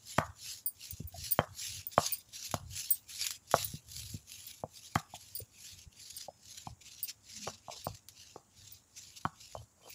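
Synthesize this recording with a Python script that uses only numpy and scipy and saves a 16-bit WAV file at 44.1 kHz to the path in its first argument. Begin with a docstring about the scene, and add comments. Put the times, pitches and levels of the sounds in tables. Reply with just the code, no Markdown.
"""First comes a short hiss of wet grit: a stone roller is pushed to and fro over fresh leaves on a slab, outdoors.
The hiss is noise plus random grit clicks, filtered; a low rumble of filtered noise follows each stroke.
At the turns the roller knocks down and rocks onto its other end: dying tones, echoed by a rough house wall.
Bangles on the wrists chink in clusters of high tones, and hard grains crack in short bursts of noise.
Halfway the microphone tilts up, away from the slab: the top treble fades, then partly returns."""
import sys
import numpy as np
from scipy import signal
from scipy.fft import rfft, irfft
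from scipy.io import wavfile
from scipy.ndimage import uniform_filter1d

SR = 44100
rng = np.random.default_rng(int(sys.argv[2]) if len(sys.argv) > 2 else 0)


def persist_wave(psi):
    """Save psi, clipped to +-1, as 16-bit WAV."""
    counts = np.round(np.clip(psi, -1, 1) * 32767).astype(np.int16)
    wavfile.write(sys.argv[1], SR, np.atleast_2d(counts).T)


N = 438354  # length of the scene [samples]

# Colour of the faint outdoor background: (frequency [Hz], relative level [dB])
AIR_COLOUR = [(20, -29), (45, -9.5), (90, -13.5), (200, -3.5), (400, -13.5), (900, -14.5), (2000, -21),
              (4500, -34.5), (7000, -10.5), (9000, -21.5), (13000, -33), (15000, -24)]

# Pushes and pulls of the roller; the scrape is trimmed again later:
# (start [s], length [s], level at the hardest press before trim [dB],
#  place of that press in the stroke [share of length], rise from the stroke's ends to it [dB])
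STROKES = [(0.006,0.28,-42,0.38,21.5), (0.404,0.18,-43.5,0.24,7.5), (0.77,0.27,-47,0.29,15),
           (1.14,0.3,-40.5,0.37,16), (1.565,0.25,-37.5,0.28,11.5), (1.929,0.27,-36,0.38,19),
           (2.337,0.24,-46,0.29,6.5), (2.709,0.27,-40,0.28,14), (3.125,0.2,-35.5,0.51,14),
           (3.501,0.28,-37,0.22,17.5), (3.909,0.26,-45.5,0.2,7), (4.292,0.29,-49,0.13,6),
           (4.748,0.25,-60,0.88,-7), (5.13,0.28,-55,0.42,1.5), (5.547,0.28,-48.5,0.37,10.5),
           (5.998,0.24,-52,0.59,-2.5), (6.442,0.25,-49.5,0.19,6), (6.865,0.25,-52,0.94,3.5),
           (7.3,0.24,-44.5,0.45,4.5), (7.66,0.31,-47.5,0.47,12), (8.13,0.25,-52.5,0.27,10.5),
           (8.572,0.21,-53,0.28,4.5), (8.954,0.32,-51.5,0.086,7.5), (9.367,0.26,-53.5,0.24,8.5),
           (9.819,0.21,-49.5,0.44,18.5)]
# The roller gathers speed before each stroke and slows after it [dB/s]; a little rubbing stays at the turns [dB]
START_DB_PER_S, STOP_DB_PER_S, REST_DB = 267.5, 323.5, -78.5
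FIRM_DB = -40.5  # rubbing level of a firm stroke, before trim
# Colour of the wet grit: (frequency [Hz], relative level [dB])
SCRAPE_COLOUR = [(300, -36), (1100, -22), (1700, -10), (2400, -10.5), (3300, -5), (5000, -3), (7400, -2),
                 (8300, -13.5), (9500, -15.5), (10500, -5), (11400, -3), (12600, -20.5), (13800, -26),
                 (15200, -7.5), (15900, -34)]
# Tones that the grit keeps ringing in the stones: (frequency [Hz], width to each side [Hz], average lift [dB])
SINGING_MODES = [(2380, 270, 7.5), (2775, 230, 4.5)]
# A broad peak in the hiss climbs as the rubbing gets stronger:
# pitch at rest [Hz], climb [octaves per dB of rubbing], width to each side [octaves], lift [dB]
PEAK_HZ, PEAK_CLIMB, PEAK_OCTAVES, PEAK_DB = 2600, 0.02, 0.278, 3.5
PEAK_DRIFT_OCTAVES = .3  # typical stray of that peak as the gap between the stones changes shape
SLIPS_PER_S, SLIP_S = 70, .0025  # sudden slips roughen the scrape: how many, and how fast each dies
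BACK_END_DB = 1.5  # low grains gain this at the back end of the slab and lose it at the front end
# Leaves giving way under the roller: (middle [s], length [s], level before trim [dB])
CRUNCHES = [(0.511, 0.089, -39.5), (1.935, 0.025, -43.5), (2.355, 0.072, -42), (2.455, 0.054, -38.5),
            (2.735, 0.031, -44.5), (3.115, 0.076, -43), (3.35, 0.06, -47), (3.61, 0.079, -39),
            (4.492, 0.058, -48), (4.865, 0.057, -49.5), (4.995, 0.022, -44), (5.158, 0.035, -43.5),
            (5.68, 0.16, -50.5), (6.107, 0.019, -41.5), (6.182, 0.015, -41.5), (6.213, 0.013, -41),
            (6.58, 0.021, -39.5), (6.819, 0.027, -49), (6.87, 0.062, -47.5), (7.096, 0.041, -36),
            (7.725, 0.041, -42), (7.835, 0.099, -56), (7.95, 0.015, -45.5), (8.98, 0.041, -45.5),
            (9.175, 0.037, -43.5)]
# The top treble as the microphone tilts away: (time [s], treble change [dB])
TILT = [(3.3, -3), (4.05, 1), (5.7, -3.5), (7.4, -10), (9.9, -4.5)]

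# Colour of the slab's low rumble: (frequency [Hz], relative level [dB])
RUMBLE_COLOUR = [(20, -29.5), (45, -11), (70, 3.5), (105, 7), (150, -8.5), (230, -29), (400, -37.5),
                 (3000, -79)]
# Bumpy stretches where the roller shakes the slab: (middle [s], length [s], level before trim [dB])
BUMPS = [(.27, 0.14, -56), (.935, 0.034, -44.5), (1.04, 0.11, -49.5), (1.21, 0.23, -53.5),
         (1.52, 0.092, -55), (1.75, 0.18, -53.5), (2.28, 0.058, -63.5), (2.65, 0.36, -51),
         (3.66, 0.32, -54.5), (4.03, 0.41, -54.5), (5.425, 0.044, -51.5), (5.77, 0.13, -60),
         (5.875, 0.028, -53.5), (6.72, 0.083, -54.5), (7.92, 0.1, -52.5), (8.64, 0.21, -63),
         (9.59, 0.15, -56)]
ROLL_DB, ROLL_FOLLOW = -70, 0.19  # rumble in a firm stroke [dB, before trim], gain per dB of rubbing [dB]

# How long the yard rings: (frequency [Hz], time to fall by 60 dB [s])
YARD_RING = [(100, 0.27), (500, 0.13), (900, 0.26), (1650, 0.28), (2400, 0.084), (3200, 0.12),
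             (12000, 0.22)]

# The roller meets the slab: (time [s], clack level [dB], contact pitch [Hz], bandwidth, held to 0.2-4 [octaves],
#  slab thud level [dB], delay of the other end [s], its level against the clack [dB],
#  echo level against the clack [dB], roller's own ring against the clack [dB])
KNOCKS = [ (0.183, -16, 1480, 2.3, -20.5, 0.0032, 6, -10.5, -13),
          (1.0015, -37, 303, 0.86, -32, 0.0053, -25, -33, -40),
          (1.14, -43, 717, 0.14, -57, 0.011, -13, -20, -38),
          (1.39, -9, 1180, 2.54, -22, 0.01, -14, -14.5, -12),
          (1.9793, -8, 904, 1.41, -23, 0.0017, -12.5, -18.5, -19),
          (2.5406, -19, 930, 1.45, -27, 0.0014, -27, -18.5, -18),
          (3.5408, -7.5, 862, 1.6, -27.5, 0.0071, -15.5, -24, -25),
          (3.7391, -40.5, 262.4, 1.07, -30.5, 0.0046, -19, -19.5, -41),
          (4.143, -42, 231.5, 1.67, -30.5, 0.011, -6, -15, -32.5),
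          (4.6366, -24.5, 672, 0.98, -34, 0.0094, -22, -25.5, -36),
          (4.957, -13, 1380, 1.76, -21, 0.0024, -2, -17.5, -15),
          (5.1373, -36, 807, 0.42, -47.5, 0.015, -14, -22.5, -43),
          (5.4006, -42.5, 458, 0.48, -57, 0.018, -18, -16, -46.5),
          (6.283, -34, 702, 0.5, -49.5, 0.0035, -0.5, -26, -36),
          (6.67, -31.5, 864, 0.49, -37.5, 0.0023, -14, -24, -13),
          (7.4756, -24.5, 870, 1.7, -39.5, 0.0073, -12, -16, -12),
          (7.683, -33.5, 850, 0.7, -49, 0.014, 1, -13, -35),
          (7.8685, -22, 790, 1.22, -32, 0.0074, -32, -24.5, -39),
          (8.36, -34, 618, 1.8, -50, 0.0024, -2, -14, -36.5),
          (9.252, -17, 1116, 0.89, -26.5, 0.0053, -5, -23.5, -15),
          (9.551, -28.5, 760, 0.98, -49, 0.014, -9, -20.5, -28)]
# Ring of roller and slab together: (frequency [Hz], relative level [dB], time to fall by 60 dB [s])
STONE_MODES = [(535, -8, .018), (680, -1, .016), (830, -4, .012), (1095, 0, .011), (1340, -3, .008),
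               (1800, -4, .006)]
# The roller's own ring, bare stone on stone: (frequency [Hz], relative level [dB], time to fall by 60 dB [s])
ROLLER_MODES = [(2410, -1.5, 0.019), (3125, -0.5, 0.031)]
# The slab bouncing on the ground: (frequency [Hz], relative level [dB], time to fall by 60 dB [s])
SLAB_MODES = [(98.26, 9, 0.025), (153, -2.5, 0.1), (221, 0.5, 0.046), (336.2, 1.5, 0.022)]
# Small bounces after landing: time span [s], level against the clack [dB], which shrinks to nothing over the span
SETTLE_S, SETTLE_DB = 0.034, -16
SOFTER = .92  # later contacts are softer: their share of the first one's pitch

# Hard grains and stalks crack under the roller: (time [s], peak level [dB])
CRACKS = [(0.1839, -23), (2.513, -27.5), (2.542, -19.5), (2.7657, -31.5), (2.7756, -26), (2.797, -27),
          (3.095, -38), (3.2065, -38), (3.2667, -20), (3.307, -21), (3.318, -26.5), (3.5139, -22),
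          (3.6285, -24), (4.954, -23), (7.095, -39), (8.086, -34.5), (8.982, -40)]

# Bangles touch: (time [s], level of the loudest moment [dB], time they keep rattling [s],
#  lift of the lower tones [dB per octave])
CHINKS = [(0.6602, -27.5, 0.022, 3.5), (0.908, -35.5, 0.0053, 0), (1.074, -44, 0.013, -3),
          (1.31, -31, 0.014, 5), (1.3190, -22.5, 0.0047, -6.5), (1.868, -31, 0.007, -4),
          (2.1225, -28, .003, -11), (2.128, -29, 0.011, 3), (2.184, -46.5, .004, 6.5),
          (2.9054, -20.5, 0.02, 1.5), (2.943, -35.5, 0.003, -2), (3.6452, -29, 0.0056, -5.5),
          (4.467, -42, 0.0035, -10.5), (4.755, -53, 0.013, 28.5), (5.351, -35.5, 0.024, 10),
          (5.388, -38, 0.0077, 11), (6.166, -39.5, 0.0077, 10), (7.0295, -30, 0.013, 4.5),
          (7.845, -43, 0.011, 11), (8.7207, -46, 0.0097, -1), (9.897, -49, 0.016, 2)]
# Each bending tone of the bangles is a cluster, as no two rings are alike:
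# (frequency [Hz], spread to each side [Hz], relative level [dB], time to fall by 60 dB [s])
BANGLE_MODES = [(4780, 320, -30.5, 0.09), (8400, 330, -18, .06), (9335, 240, -15.5, .075),
                (10800, 1700, -11, 0.0089), (13200, 130, -12, 0.035), (14300, 490, -12.5, 0.028),
                (14860, 310, -2, 0.048)]

# Metal rings faintly after a knock: (time [s], peak level [dB])
THIN_RINGS = [(4.957, -69), (6.284, -69)]
THIN_HZ, THIN_T60_S = 5173, 1.5  # its pitch, and its time to fall by 60 dB

# The stone sticks and slips and sings in one tone: (start [s], length [s], pitch [Hz], level in the middle [dB])
GROANS = [(7.297, 0.3, 218, -55.5), (9.549, 0.06, 3050, -61), (9.818, 0.063, 3200, -63)]

# The roller totters loosely on the slab: (middle [s], length [s], level in the middle [dB])
RATTLES = [(7.482, 0.033, -43), (7.745, 0.1, -60), (9.62, 0.021, -63.5), (9.835, 0.16, -66.5),
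           (9.877, 0.059, -55)]

EDGE_HZ = 15650  # treble above this is cut


def amp(db):
    """Turns decibels into a gain."""
    return 10 ** (np.asarray(db) / 20)


def unit(x):
    """Scales a signal to an average strength (rms) of 1."""
    return x / np.sqrt(np.mean(x ** 2) + 1e-20)


def read(points, hz):
    """Reads a table at the given frequencies, with pitch spaced as the ear hears it (log scale)."""
    f, value = np.transpose(points)
    return np.interp(np.log(hz + 1), np.log(f + 1), value)


def follow(rows, t):
    """Reads each column of a timed table at the times t."""
    s, *columns = np.transpose(rows)
    return [np.interp(t, s, c) for c in columns]


def add(mix, s, sound):
    """Lays a sound into the mix, starting at s seconds."""
    part = mix[max(round(s * SR), 0):][:len(sound)]
    part += sound[:len(part)]


def colour(x, spectrum):
    """Makes each frequency of x louder or softer, as a colour table says."""
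    hz = np.fft.rfftfreq(len(x), 1 / SR)
    return irfft(rfft(x) * amp(read(spectrum, hz)), len(x))


def wander(rate_hz):
    """Smooth random drift of rms 1; movement faster than the given rate fades out."""
    hz = np.fft.rfftfreq(N, 1 / SR)
    return unit(irfft(rfft(rng.standard_normal(N)) / (1 + (hz / rate_hz) ** 2), N))


def ring(modes, t):
    """Sums dying tones; each blow lands elsewhere, so their levels and pitches vary a little."""
    hz, db, t60 = np.transpose(modes)[:, :, None]
    weight_db, shift = rng.standard_normal((2, len(modes), 1))
    phase = 2 * np.pi * hz * (1 + .015 * shift) * t
    fade = np.exp(-np.log(1000) * t / t60)
    return (amp(db + weight_db) * fade * np.sin(phase)).sum(0)


def swells(rows):
    """Gain that rises and falls in one smooth arch for each row."""
    gain = np.zeros(N)
    for middle, length, db in rows:
        arch = np.sqrt(np.hanning(max(int(length * SR), 3)))
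        add(gain, middle - length / 2, amp(db) * arch)
    return gain


def contact(x, hz, octaves, order=3):
    """The springy contact passes a band of the tones, narrower when leaves cushion it; scaled to peak 1."""
    edges = hz * 2 ** (np.clip(octaves, .2, 4) * np.array([-.5, .5]))
    y = signal.sosfilt(signal.butter(order, edges, "bandpass", fs=SR, output="sos"), x)
    return y / abs(y).max()


def air():
    """Faint outdoor background: steady coloured noise."""
    return amp(-69.5) * unit(colour(rng.standard_normal(N), AIR_COLOUR))


def rubbing(t):
    """Rubbing level in dB: each stroke gets going, moves to and from its hardest press, and stops."""
    power = amp(REST_DB) ** 2
    for start, length, db, hardest, swell_db in STROKES:
        end = start + length
        peak = start + length * np.clip(hardest, .05, .95)
        press_db = np.interp(t, [start, peak, end], [-swell_db, 0, -swell_db])
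        before_s, after_s = np.maximum(start - t, 0), np.maximum(t - end, 0)
        speed_db = -START_DB_PER_S * before_s - STOP_DB_PER_S * after_s
        power = power + amp(np.maximum(db + press_db + speed_db, -150)) ** 2
    return 10 * np.log10(power)


def position(t):
    """Roller's place: strokes pull it to the back end (1) and push it to the front end (-1) in turn."""
    way = []
    for k, (start, length, *_) in enumerate(STROKES):
        side = (-1) ** k
        way += [(start, -side), (start + length, side)]
    return follow(way, t)[0]


def scrape(level_db, bite=0.11, coarse_db=-5.5, grit_per_s=650, grit_db=7.0, judder_db=1.87,
           patchy_db=3.0, low_patchy_db=0.5, trim_db=-3.5):
    """Countless tiny grit fractures, a few large; pressing harder brings out coarser, lower grains."""
    clicks = rng.choice([-1, 1], N) * (rng.random(N) < grit_per_s / SR)
    grit = clicks * amp(grit_db + 2.7 * np.minimum(rng.exponential(1, N), 4))
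    source = unit(colour(grit + rng.standard_normal(N), SCRAPE_COLOUR))

    # split into short slices of time and frequency, to reshape the colour as it moves
    hz, t, z = signal.stft(source, SR, nperseg=512, noverlap=384)
    hz = hz[:, None]
    press_db = np.interp(t, np.arange(N) / SR, level_db) - FIRM_DB
    top_db, = follow(TILT, t)
    low = 1 / (1 + (hz / 3200) ** 4)
    high = 1 - 1 / (1 + (hz / 8600) ** 10)
    grain_db = low * (coarse_db + bite * press_db + BACK_END_DB * position(t))

    # the gap between the stones keeps changing shape, so narrow resonances come and go
    patches = uniform_filter1d(rng.standard_normal(z.shape), size=4, axis=0)
    patches = unit(uniform_filter1d(patches, size=16, axis=1))
    patches_db = (patchy_db + low_patchy_db * low) * patches

    # each singing tone swells and fades as the line of contact travels
    drifts = rng.standard_normal((len(SINGING_MODES) + 1, len(t)))
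    peak_drift, *mode_drifts = unit(uniform_filter1d(drifts, size=40, axis=1))
    modes_db = 0
    for (f, width, db), drift in zip(SINGING_MODES, mode_drifts):
        modes_db = modes_db + db * (1 + .5 * drift) * np.exp(-((hz - f) / width) ** 2)

    # distance of each frequency from the moving broad peak
    climb_octaves = PEAK_CLIMB * (press_db + FIRM_DB - REST_DB)
    peak_octaves = np.log2((hz + 1) / PEAK_HZ) - climb_octaves + PEAK_DRIFT_OCTAVES * peak_drift
    peak_db = PEAK_DB * np.exp(-(peak_octaves / PEAK_OCTAVES) ** 2)

    z = z * amp(grain_db + high * top_db + patches_db + modes_db + peak_db)
    hiss = signal.istft(z, SR, nperseg=512, noverlap=384)[1][:N]

    # clumps of grit and leaf give way in sudden slips, and the roller judders over the pitted slab
    slips_db = rng.uniform(2, 9, N) * (rng.random(N) < SLIPS_PER_S / SR)
    slips_db = signal.lfilter([1], [1, -np.exp(-1 / (SLIP_S * SR))], slips_db)
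    rough_db = np.minimum(slips_db, 10) + judder_db * wander(rate_hz=39)
    gain = np.hypot(amp(level_db + rough_db), swells(CRUNCHES))
    return hiss * gain * amp(trim_db)


def rumble(level_db, lumpy_db=2.0, trim_db=2.5):
    """The uneven roller shakes the slab as it travels, most over the bumps."""
    rolling = amp(ROLL_DB + ROLL_FOLLOW * (level_db - FIRM_DB))
    gain = np.hypot(rolling, swells(BUMPS))
    shaking = unit(colour(rng.standard_normal(N), RUMBLE_COLOUR))
    return shaking * gain * amp(lumpy_db * wander(rate_hz=63) + trim_db)


def yard(x, wall_s=0.021, wall_spread_s=0.0045, wall=0.83):
    """The rough house wall answers first, then scattered echoes die away in the open."""
    size = 22050  # half a second of echoes
    t = np.arange(size) / SR
    taps = rng.standard_normal(size) * (rng.random(size) < 1500 / SR)  # about 1500 echoes per second
    taps = taps * (1 - np.exp(-(t / 0.019) ** 2))  # few at first
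    taps = taps * (1 + wall * np.exp(-((t - wall_s) / wall_spread_s) ** 2))
    # each pitch dies at its own speed
    hz, at, z = signal.stft(taps, SR, nperseg=256)
    fade = np.exp(-np.log(1000) * at / read(YARD_RING, hz)[:, None])
    tail = signal.istft(z * fade, SR, nperseg=256)[1]
    return signal.fftconvolve(x, tail / np.linalg.norm(tail))[:N]


def knocks():
    """One end of the roller lands, then the other, and the slab thuds; each spot echoes differently."""
    out, t = np.zeros(N), np.arange(SR // 6) / SR
    for s, db, hz, octaves, thud_db, rock_s, rock_db, echo_db, ring_db in KNOCKS:
        clack = np.zeros(len(t))
        add(clack, 0, amp(db) * contact(ring(STONE_MODES, t), hz, octaves))
        # the other end lands, and the roller settles in four small irregular bounces
        later = [(rock_s, amp(rock_db))]
        for u in rng.uniform(.2, .9, size=4):
            later.append((SETTLE_S * u, amp(SETTLE_DB) * (1 - u)))
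        for at, share in later:
            add(clack, at, share * amp(db) * contact(ring(STONE_MODES, t), hz * SOFTER, octaves))
        add(clack, 0, amp(db + ring_db) * ring(ROLLER_MODES, t) / len(ROLLER_MODES))
        add(out, s, clack)
        add(out, s, amp(echo_db) * yard(clack))
        add(out, s, amp(thud_db) * contact(ring(SLAB_MODES, t), hz=176.7, octaves=1.95))
    return out


def cracks(snap_s=0.00074, crumble_s=0.013, crumble=0.21):
    """A grain or stalk breaks: a sharp snap of noise, then a short crumbling."""
    out, t = np.zeros(N), np.arange(SR // 20) / SR
    for s, db in CRACKS:
        fade = np.exp(-t / snap_s) + crumble * np.exp(-t / crumble_s)
        burst = rng.standard_normal(len(t)) * fade
        add(out, s, amp(db) * burst / abs(colour(burst, SCRAPE_COLOUR)).max())
    return colour(out, SCRAPE_COLOUR)


def bangles(count=12, gap_s=0.0052):
    """Thin rings chatter in separate ticks, each at a new spot; a slower touch favours the low tones."""
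    out, t = np.zeros(N), np.arange(SR // 10) / SR
    hz, spread_hz, mode_db, t60 = np.repeat(BANGLE_MODES, count, axis=0).T[:, :, None]
    hz = hz + spread_hz * rng.uniform(-0.87, 1, hz.shape)
    modes = amp(mode_db) * np.exp((2j * np.pi * hz - np.log(1000) / t60) * t)
    modes = modes * np.minimum(t / .0004, 1)  # each tick starts over 0.4 ms
    for s, db, rattle_s, lift_db in CHINKS:
        gaps = gap_s * (.5 + rng.random(count))
        times = np.cumsum(gaps) - gaps[0]
        # every touching pair has its own colour, and every spot starts the tones differently
        pair_db = 3 * np.repeat(rng.standard_normal(len(BANGLE_MODES)), count)
        tone_gain = amp(pair_db + lift_db * np.log2(hz.max() / hz.T))
        spots = np.exp(2j * np.pi * rng.random((count, len(hz)))) * tone_gain
        chink = np.zeros(len(t))
        for at, tick in zip(times, (spots @ modes).real):
            add(chink, at, np.exp(-(at / rattle_s) ** 2) * tick)
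        loudest = np.sqrt(uniform_filter1d(chink ** 2, size=256).max())
        add(out, s, amp(db) * chink / loudest)
    return out


def thin_rings():
    """A knock sets nearby metal ringing in one fine, steady tone that slowly dies."""
    out, t = np.zeros(N), np.arange(SR // 3) / SR
    tone = np.exp(-np.log(1000) * t / THIN_T60_S) * np.sin(2 * np.pi * THIN_HZ * t)
    for s, db in THIN_RINGS:
        add(out, s, amp(db) * tone)
    return out


def groans():
    """The dragging roller sticks and slips: short tones whose pitch wavers."""
    out = np.zeros(N)
    for s, length_s, hz, db in GROANS:
        size = int(max(length_s, .02) * SR)
        waver_hz = 1.3 * np.sqrt(hz) * wander(rate_hz=110)[:size]
        tone = np.sin(2 * np.pi * np.cumsum(hz + waver_hz) / SR)
        add(out, s, amp(db) * np.sqrt(2) * np.hanning(size) * tone)
    return out


def rattles(taps_per_s=500, hz=650, octaves=1.62):
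    """Many light taps of the tottering roller ring the low tones of the stones."""
    taps = rng.choice([-1, 1], N) * rng.random(N) * (rng.random(N) < taps_per_s / SR)
    tap = contact(ring(STONE_MODES, np.arange(SR // 20) / SR), hz, octaves)
    return unit(signal.oaconvolve(taps, tap)[:N]) * swells(RATTLES)


def scene():
    """Adds up everything at the slab; the bright sounds also echo in the open yard."""
    t = np.arange(N) / SR
    level_db = np.interp(t, t[::64], rubbing(t[::64]))  # worked out at every 64th sample to save time
    bright = scrape(level_db) + cracks() + bangles()
    echo = amp(-24.5) * yard(bright)
    low = air() + rumble(level_db)
    stones = knocks() + groans() + rattles()
    return (low + bright + echo + stones + thin_rings())[None]


def record(dry):
    """Cuts the highest treble with a smooth low-pass filter."""
    low_pass = signal.firwin(301, EDGE_HZ, window=("kaiser", 8), fs=SR)
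    return signal.oaconvolve(dry, low_pass[None], "same")


dry = scene()
out = record(dry)
persist_wave(out)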